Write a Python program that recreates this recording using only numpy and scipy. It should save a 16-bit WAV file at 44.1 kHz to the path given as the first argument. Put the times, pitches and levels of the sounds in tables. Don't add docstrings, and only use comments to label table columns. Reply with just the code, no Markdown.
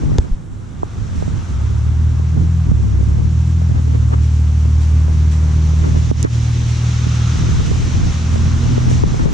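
import sys
import numpy as np
from scipy import signal
from scipy.io import wavfile
from scipy.ndimage import uniform_filter1d

SR = 44100
rng = np.random.default_rng(int(sys.argv[2]) if len(sys.argv) > 2 else 0)


def unload_wav(signal):
    wavfile.write(
        sys.argv[1],
        SR,
        np.round(np.clip(np.atleast_2d(signal).T, -1, 1) * 32767).astype(np.int16),
    )


N = 411805
TIME_S = np.arange(N) / SR


def from_db(db):
    return 10 ** (np.asarray(db) / 20)


def rms_one(x):
    return x / np.sqrt(np.mean(x ** 2) + 1e-20)


def in_time(rows):
    s, *columns = np.transpose(rows)
    return [np.interp(TIME_S, s, column) for column in columns]


def at_hz(points, hz):
    point_hz, values = np.array(points).T
    return np.interp(np.log(hz), np.log(point_hz), values)


def sides(pan_db):
    return from_db(np.array([pan_db / 2, -pan_db / 2]))


def swell(s, width_s):
    return np.exp(-((TIME_S - s) / width_s) ** 2)


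def drift(rate_hz):
    step = 40
    pole = np.exp(-2 * np.pi * rate_hz * step / SR)
    draws = rng.standard_normal(N // step + 2002)
    slow = signal.lfilter([1], [1, -2 * pole, pole * pole], draws)[2000:]
    return np.interp(np.arange(N) / step, np.arange(len(slow)), rms_one(slow))


def ring(impulses, hz, t60_s):
    radius = from_db(-60 / (t60_s * SR))
    w = 2 * np.pi * hz / SR
    return signal.lfilter([0, np.sin(w)], [1, -2 * radius * np.cos(w), radius * radius], impulses + 1e-18)


def banded_noise(spectrum, patchy_db, likeness, balance, count):
    edges = np.geomspace(spectrum[0][0], spectrum[-1][0], count + 1)
    shared_flicker = drift(8.8)
    white = rng.standard_normal((2, 2, N))
    out = 0
    for k, (low, high) in enumerate(zip(edges, edges[1:])):
        band = signal.butter(2, [low, high], "band", fs=SR, output="sos")
        mid, side = signal.sosfilt(band, white[k % 2])
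        hz = np.sqrt(low * high)
        alike = np.clip(at_hz(likeness, hz), -1, 1)
        pair = np.sqrt(1 + alike) * mid + np.sqrt(1 - alike) * side * [[1], [-1]]
        gain = from_db(at_hz(spectrum, hz) + patchy_db * (shared_flicker + drift(14.3)))
        out = out + gain * pair * sides(at_hz(balance, hz))[:, None]
    return out / np.sqrt(np.mean(out.mean(axis=0) ** 2))


def struck(events, modes, pivot_hz, signs, scatter_db):
    s, level_db, tilt_db, pan_db = np.array(events).T
    at = np.round(s * SR).astype(int)
    luck = rng.standard_normal((len(at), len(modes) + 1))
    polarity = np.sign(luck[:, -1])
    out = np.zeros((2, N))
    for k, (hz, mode_db, t60_s) in enumerate(modes):
        strike_db = mode_db + level_db + tilt_db * np.log2(hz / pivot_hz) + scatter_db * luck[:, k]
        impulses = np.zeros((2, N))
        impulses[:, at] = polarity * from_db(strike_db) * sides(pan_db) * signs
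        out += (-1) ** k * ring(impulses, hz, t60_s)
    return out


# start_s [s], crank_hz [Hz], order_2_db, order_3_db, order_4_db [dB]
ENGINE_CURVE = [(1.5, 32, -10, -31, -31), (1.7, 35.8, -19.5, -19, -32), (1.97, 39.5, -13, -21.5, -33),
                (2.33, 39.6, -15, -20, -26), (2.56, 42, -13.5, -20.5, -23.5),
                (2.93, 32.9, -18.5, -17.5, -37), (3.1, 36, -13, -20.5, -32), (3.3, 39.7, -15, -19, -25),
                (3.62, 41.6, -12.5, -21.5, -24.5), (3.95, 38.14, -14.5, -16.5, -29),
                (4.9, 38.59, -11, -22.5, -26.5), (5.9, 38.93, -12.5, -24, -21.5),
                (6.4, 39.14, -21.5, -15.5, -34.5), (7.35, 39.6, -17.5, -20, -25),
                (7.8, 40.2, -25.5, -24, -27), (8.3, 40.5, -15, -25.5, -30.5),
                (8.75, 41, -21.5, -17.5, -30.5), (9.1, 41.44, -24, -21.5, -38),
                (9.33, 40.9, -39, -32.5, -38)]
# order [per crank turn], level_db [dB re the mean of orders 2 and 3 once settled]
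WEAK_ORDERS = [(1, -21), (5, -35), (6, -20.5), (7, -31.5), (8, -31)]
ENGINE_START_S, SETTLED_S = 1.48, 4.04
UNSETTLED_DB = -10
FLYWHEEL_S = .12


def engine():
    crank_hz, second_db, third_db, fourth_db = in_time(ENGINE_CURVE)
    crank_hz = uniform_filter1d(crank_hz, size=int(FLYWHEEL_S * SR))
    angle = 2 * np.pi * np.cumsum(crank_hz * (1 + .002 * drift(2.84))) / SR
    growth_db = np.interp(TIME_S, [ENGINE_START_S, SETTLED_S], [UNSETTLED_DB, 0])
    weak_db = (second_db + third_db) / 2 + growth_db
    levels = [(2, second_db), (3, third_db), (4, fourth_db)]
    levels += [(order, weak_db + db) for order, db in WEAK_ORDERS]
    tone = 0
    for order, level_db in levels:
        tone = tone + np.sqrt(2) * from_db(level_db + 0.5 * drift(11.0)) * np.sin(order * angle)
    return tone * np.clip((TIME_S - ENGINE_START_S) / .15, 0, 1)


# [dB, left minus right]
KNOCKS = [(0.033, -13.5, -2, -6.5), (0.116, -15, -2, 6), (0.185, -13, 1, 14), (0.831, -5, 5, -1.5),
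          (1.223, -10.5, 1.5, -6), (1.277, -15, -5, -7), (2.195, -14, 0, -3), (2.372, -17, 0, -6),
          (2.716, -18, -12.5, -13), (3.028, -19.5, -6, -11), (3.616, -18, 7, -2.5), (3.712, -18, -3, -5),
          (4.654, -19.5, -4, -7), (5.081, -19, -1, -9), (5.733, -20, -3, -9), (5.89, -26, 1, -4),
          (5.961, -15, 7, -2), (6.112, 1.5, -1.5, -6), (6.248, 3.5, -3.5, -4.5), (7.065, -17, -8, -7),
          (7.354, -16, -2, -1), (7.6, -14, -6, -6.5), (7.714, -12, -8, -8.5), (8.072, -20, 3, -7),
          (8.357, -10, 5, -1.5), (8.778, -6, 1, -1.5), (8.913, -8.5, 3, 3), (9.036, 1, -1, 1),
          (9.142, -7.5, 2, 3.5), (9.257, -10.5, -6, 14)]
# mode_hz [Hz], level_db [dB], t60_s [s]
HOUSING_MODES = [(150, -3.5, 0.049), (258, -2, .035), (408, -0.5, 0.024), (616, -4.5, .015),
                 (880, -5.5, 0.0077), (1300, -16.5, 0.0056)]


def knocks():
    events = np.vstack([KNOCKS, small_knocks(count=110)])
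    blows = struck(events, HOUSING_MODES, pivot_hz=400, signs=[[1], [-1]], scatter_db=2.3)
    return signal.sosfilt(signal.butter(3, 1700, fs=SR, output="sos"), blows)


TAP_DB, TAP_SPREAD_DB, TAP_TILT_DB, TAP_PAN_DB = -3, 5.5, -5.5, -5


def small_knocks(count):
    when, size, pan = rng.random((count, 3)).T
    at = (when * (N - 1)).astype(int)
    wind_db = 20 * np.log10(gusting()[0][at])
    level_db = wind_db + TAP_DB + TAP_SPREAD_DB * (size - .5)
    pan_db = TAP_PAN_DB + 8 * (pan - .5)
    return np.transpose([at / SR, level_db, np.full(count, TAP_TILT_DB), pan_db])


# [dB, left minus right]
CLICKS = [(.184, -15.5, -3, 4.5), (6.2285, -24.5, 10, -17.5)]
# mode_hz [Hz], level_db [dB], t60_s [s]
CLICK_MODES = [(426, -4.5, 0.019), (910, -4, 0.0049), (1670, -6, 0.0056), (3620, 0, 0.0058),
               (5040, -3, 0.0047), (6450, 3, 0.0037), (7330, -1, 0.0036), (9550, -11, .003)]


def clicks():
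    return struck(CLICKS, CLICK_MODES, pivot_hz=4000, signs=[[1], [1]], scatter_db=1.5)


# start_s [s], level_db [dB], rate_hz [Hz, 1 / duration], slowness [no unit, slower rise and faster decay]
THUMPS = [(.187, 2, 72, .85), (.31, -2, 25, 1.6)]


def thumps():
    out = np.zeros(N)
    for s, level_db, rate_hz, slowness in THUMPS:
        turn = np.clip((TIME_S - s) * rate_hz, 0, 1)
        rise = np.minimum(turn / .3, 1) ** (3 * max(slowness - 1, 0))
        decay = np.exp(-.7 * slowness * turn)
        out += from_db(level_db) * rise * np.sin(2 * np.pi * turn ** .85) * decay
    return out


# [dB per Hz, relative]
BUFFET_SPECTRUM = [(15, -14), (22, -1), (53, 1.5), (125, -2), (190, -9), (280, -17), (450, -48.5)]


def wind():
    gain, pan_db = gusting()
    likeness = [(30, -0.00053), (90, -.1), (250, -0.1)]   # (Hz, likeness)
    balance = [(30, 0.64), (200, -1.0)]                   # (Hz, left minus right dB)
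    return gain * sides(pan_db) * banded_noise(BUFFET_SPECTRUM, 1.7, likeness, balance, count=10)


# [dB, left minus right]
GUSTS = [(-.1, 0.26, -17.5, 2), (0.942, 0.49, -30, -4.5), (1.49, 0.67, -30, -2.5),
         (2.323, 0.087, -21.5, -7.5), (2.647, 0.605, -22.5, -1.5), (3.672, .1, -25, -7),
         (3.85, .25, -31.5, -2.5), (5.755, .5, -30.5, -6), (7.361, 0.725, -21, -1),
         (8.302, 0.53, -22.5, -0.5), (8.843, .6, -18.5, 2.5)]
CALM_DB, CALM_PAN_DB = -33.5, -4.5
GUST_RISE_S, GUST_FALL_S = 0.037, 0.047


def gusting():
    gain, pan_db = from_db(CALM_DB), CALM_PAN_DB
    for s, length_s, level_db, gust_pan_db in GUSTS:
        rise = np.clip((TIME_S - s) / GUST_RISE_S, 0, 1)
        shape = rise * np.exp(-np.maximum(TIME_S - s - length_s, 0) / GUST_FALL_S)
        gain = gain + from_db(level_db) * shape
        pan_db = pan_db + (gust_pan_db - CALM_PAN_DB) * shape
    return gain, pan_db


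# peak_s [s], level_db [dB], width_s [s]
RUBS = [(0.118, -32, 0.037), (0.246, -39.5, 0.026), (3.78, -32, .03), (3.945, -28, 0.056),
        (4.13, -28, 0.029), (5.868, -25.5, 0.039), (5.969, -31, 0.025), (6.26, -15.5, 0.016),
        (9.252, -24, .05)]
# [dB per Hz, relative]
RUBBING_SPECTRUM = [(150, -19.5), (280, 9.5), (600, -9), (1000, -6.5), (1800, -16), (3000, -30.5)]


def rubbing():
    stroke = from_db(-24) * gusting()[0]
    for s, level_db, width_s in RUBS:
        stroke = stroke + from_db(level_db) * swell(s, width_s)
    grain = from_db(3.6 * drift(48))
    likeness = [(300, -0.77), (1500, -0.85)]   # (Hz, likeness)
    balance = [(300, -2.0), (1500, 2)]         # (Hz, left minus right dB)
    scuff = banded_noise(RUBBING_SPECTRUM, 3.44, likeness, balance, count=8)
    return stroke * grain * rms_one(scuff)


# peak_s [s], width_s [s], level_db [dB], before_hz, after_hz [Hz]
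TRAFFIC = [(1.35, 0.48, -24.5, 81, 88), (1.09, 0.47, -28, 102, 107), (7.3, 0.415, -22.5, 120, 110),
           (8.6, 0.404, -28.5, 219, 246)]


def traffic():
    out = np.zeros(N)
    for s, width_s, level_db, before_hz, after_hz in TRAFFIC:
        glide = (1 + np.tanh(1.454 * (TIME_S - s) / width_s)) / 2
        phase = 2 * np.pi * np.cumsum(before_hz + (after_hz - before_hz) * glide) / SR
        out += np.sqrt(2) * from_db(level_db) * swell(s, width_s) * np.sin(phase)
    return out


# peak_s [s], width_s [s], level_db [dB]
PASSING = [(1.5, 0.98, -49), (7.3, 0.48, -38.5), (8.5, 0.47, -43)]
# centre_hz [Hz], width_hz [Hz], level_db [dB]
WHIRR = [(1306, 370, -0.5), (3520, 770, -8)]


def passing():
    noise = rng.standard_normal((3, N))
    pair = noise[:2] + noise[2]
    out = 0
    for hz, width_hz, level_db in WHIRR:
        band = signal.butter(2, [hz - width_hz / 2, hz + width_hz / 2], "band", fs=SR, output="sos")
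        out = out + from_db(level_db) * rms_one(signal.sosfilt(band, pair))
    return out * sum(from_db(level_db) * swell(s, width_s) for s, width_s, level_db in PASSING)


# start_s [s], roar_db [dB], hiss_db [dB]
AIR_LEVELS = [(0, -43.5, -47), (.17, -44.5, -48.5), (.45, -54, -59.5), (1.2, -43.5, -46), (2, -44.5, -48.5),
              (4.3, -45.5, -46), (5.4, -41.5, -43.5), (6.35, -43, -38.5), (7.2, -40.5, -35.5),
              (8.9, -38.5, -37.5), (9.33, -41.5, -39)]
# start_s [s], rise_db [dB before scaling for each band], fall_s [s]
HISS_SWELLS = [(1.145, 1, 0.094), (4.217, 1.5, 0.098), (4.803, 2.5, 0.057), (5.311, 3.5, 0.046),
               (5.851, 1, 0.086), (8.896, 2, 0.075)]
# [dB per Hz, relative]
RUMBLE_SPECTRUM = [(25, -14.5), (50, -6), (90, 1.5), (150, -8.5), (240, -15), (400, -22), (700, -42)]
ROAR_SPECTRUM = [(250, -3), (500, -5.5), (800, 2.5), (1250, 1.5), (1800, -5.5), (2600, -13), (5000, -37.5)]
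HISS_SPECTRUM = [(1400, -7.5), (1900, -1), (2500, 0), (3300, -1), (4100, -2), (4750, -5), (5400, -2.5),
                 (6200, 4.5), (7000, -10), (7800, -24)]
HISS_TOP_SPECTRUM = [(6500, -9), (7600, -1.5), (8500, -8), (9500, -8.5), (11000, -17.5), (13000, -23.5),
                     (14600, -37.5)]
# band_hz [Hz], likeness [-1 to 1]
LIKENESS = [(60, 0.95), (200, 1), (450, 0.81), (800, 0.15), (1700, 0.16), (2800, 0.49), (4200, 0.7),
            (6000, 0.62), (6800, .4), (7900, -0.44), (9200, -0.1), (14000, .1)]
# [dB, left minus right]
PORT_BALANCE = [(200, -2), (450, 1.5), (800, 1.5), (1700, 3), (3300, -2), (5300, 2), (6300, 0.5),
                (7100, -17), (7900, -14.5), (8800, -10.5), (9800, -5.5), (14000, -2)]
RUMBLE_DB, RUMBLE_FOLLOWS = -30, .35
RUMBLE_GROWS_DB = 4
TOP_DB, TOP_FOLLOWS = -56, 0.49


def background():
    roar_db, hiss_db = in_time(AIR_LEVELS)
    rumble_db = RUMBLE_DB + RUMBLE_FOLLOWS * (roar_db - roar_db.mean())
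    rumble_db = rumble_db + RUMBLE_GROWS_DB * np.clip(TIME_S - SETTLED_S, 0, 1)
    top_db = TOP_DB + TOP_FOLLOWS * (hiss_db - hiss_db.mean())
    swell_db = 0
    for s, rise_db, fall_s in HISS_SWELLS:
        since = TIME_S - s
        fall = np.exp(-(np.maximum(since, 0) / fall_s) ** 2)
        swell_db = swell_db + rise_db * np.clip(since / .006, 0, 1) * fall
    rumble = banded_noise(RUMBLE_SPECTRUM, 0.87, LIKENESS, PORT_BALANCE, count=10)
    roar = banded_noise(ROAR_SPECTRUM, 0.51, LIKENESS, PORT_BALANCE, count=11)
    hiss = banded_noise(HISS_SPECTRUM, 0.6, LIKENESS, PORT_BALANCE, count=14)
    top = banded_noise(HISS_TOP_SPECTRUM, 1.0, LIKENESS, PORT_BALANCE, count=9)
    low = from_db(rumble_db) * rumble + from_db(roar_db) * roar
    return low + from_db(hiss_db + 1.3 * swell_db) * hiss + from_db(top_db + 2.8 * swell_db) * top


def scene():
    handling = knocks() + clicks() + thumps() + wind() + rubbing()
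    return engine() + handling + traffic() + passing() + background()


CEILING_DB, RELEASE_DB_PER_S, AHEAD = -.8, 120, 40
CUTOFF_HZ = 14600


def record(dry):
    peak_db = 20 * np.log10(np.abs(dry).max(axis=0) + 1e-9)
    over_db = np.maximum(peak_db - CEILING_DB, 0)
    ramp_db = RELEASE_DB_PER_S * TIME_S
    held_db = np.maximum.accumulate(over_db + ramp_db) - ramp_db
    shifted_db = np.append(held_db[AHEAD:], np.zeros(AHEAD))
    early_db = uniform_filter1d(shifted_db, size=2 * AHEAD)
    limited = np.clip(dry * from_db(-early_db), -.93, .93)
    return signal.sosfilt(signal.cheby2(12, 40, CUTOFF_HZ, fs=SR, output="sos"), limited)


dry = scene()
out = record(dry)
unload_wav(out)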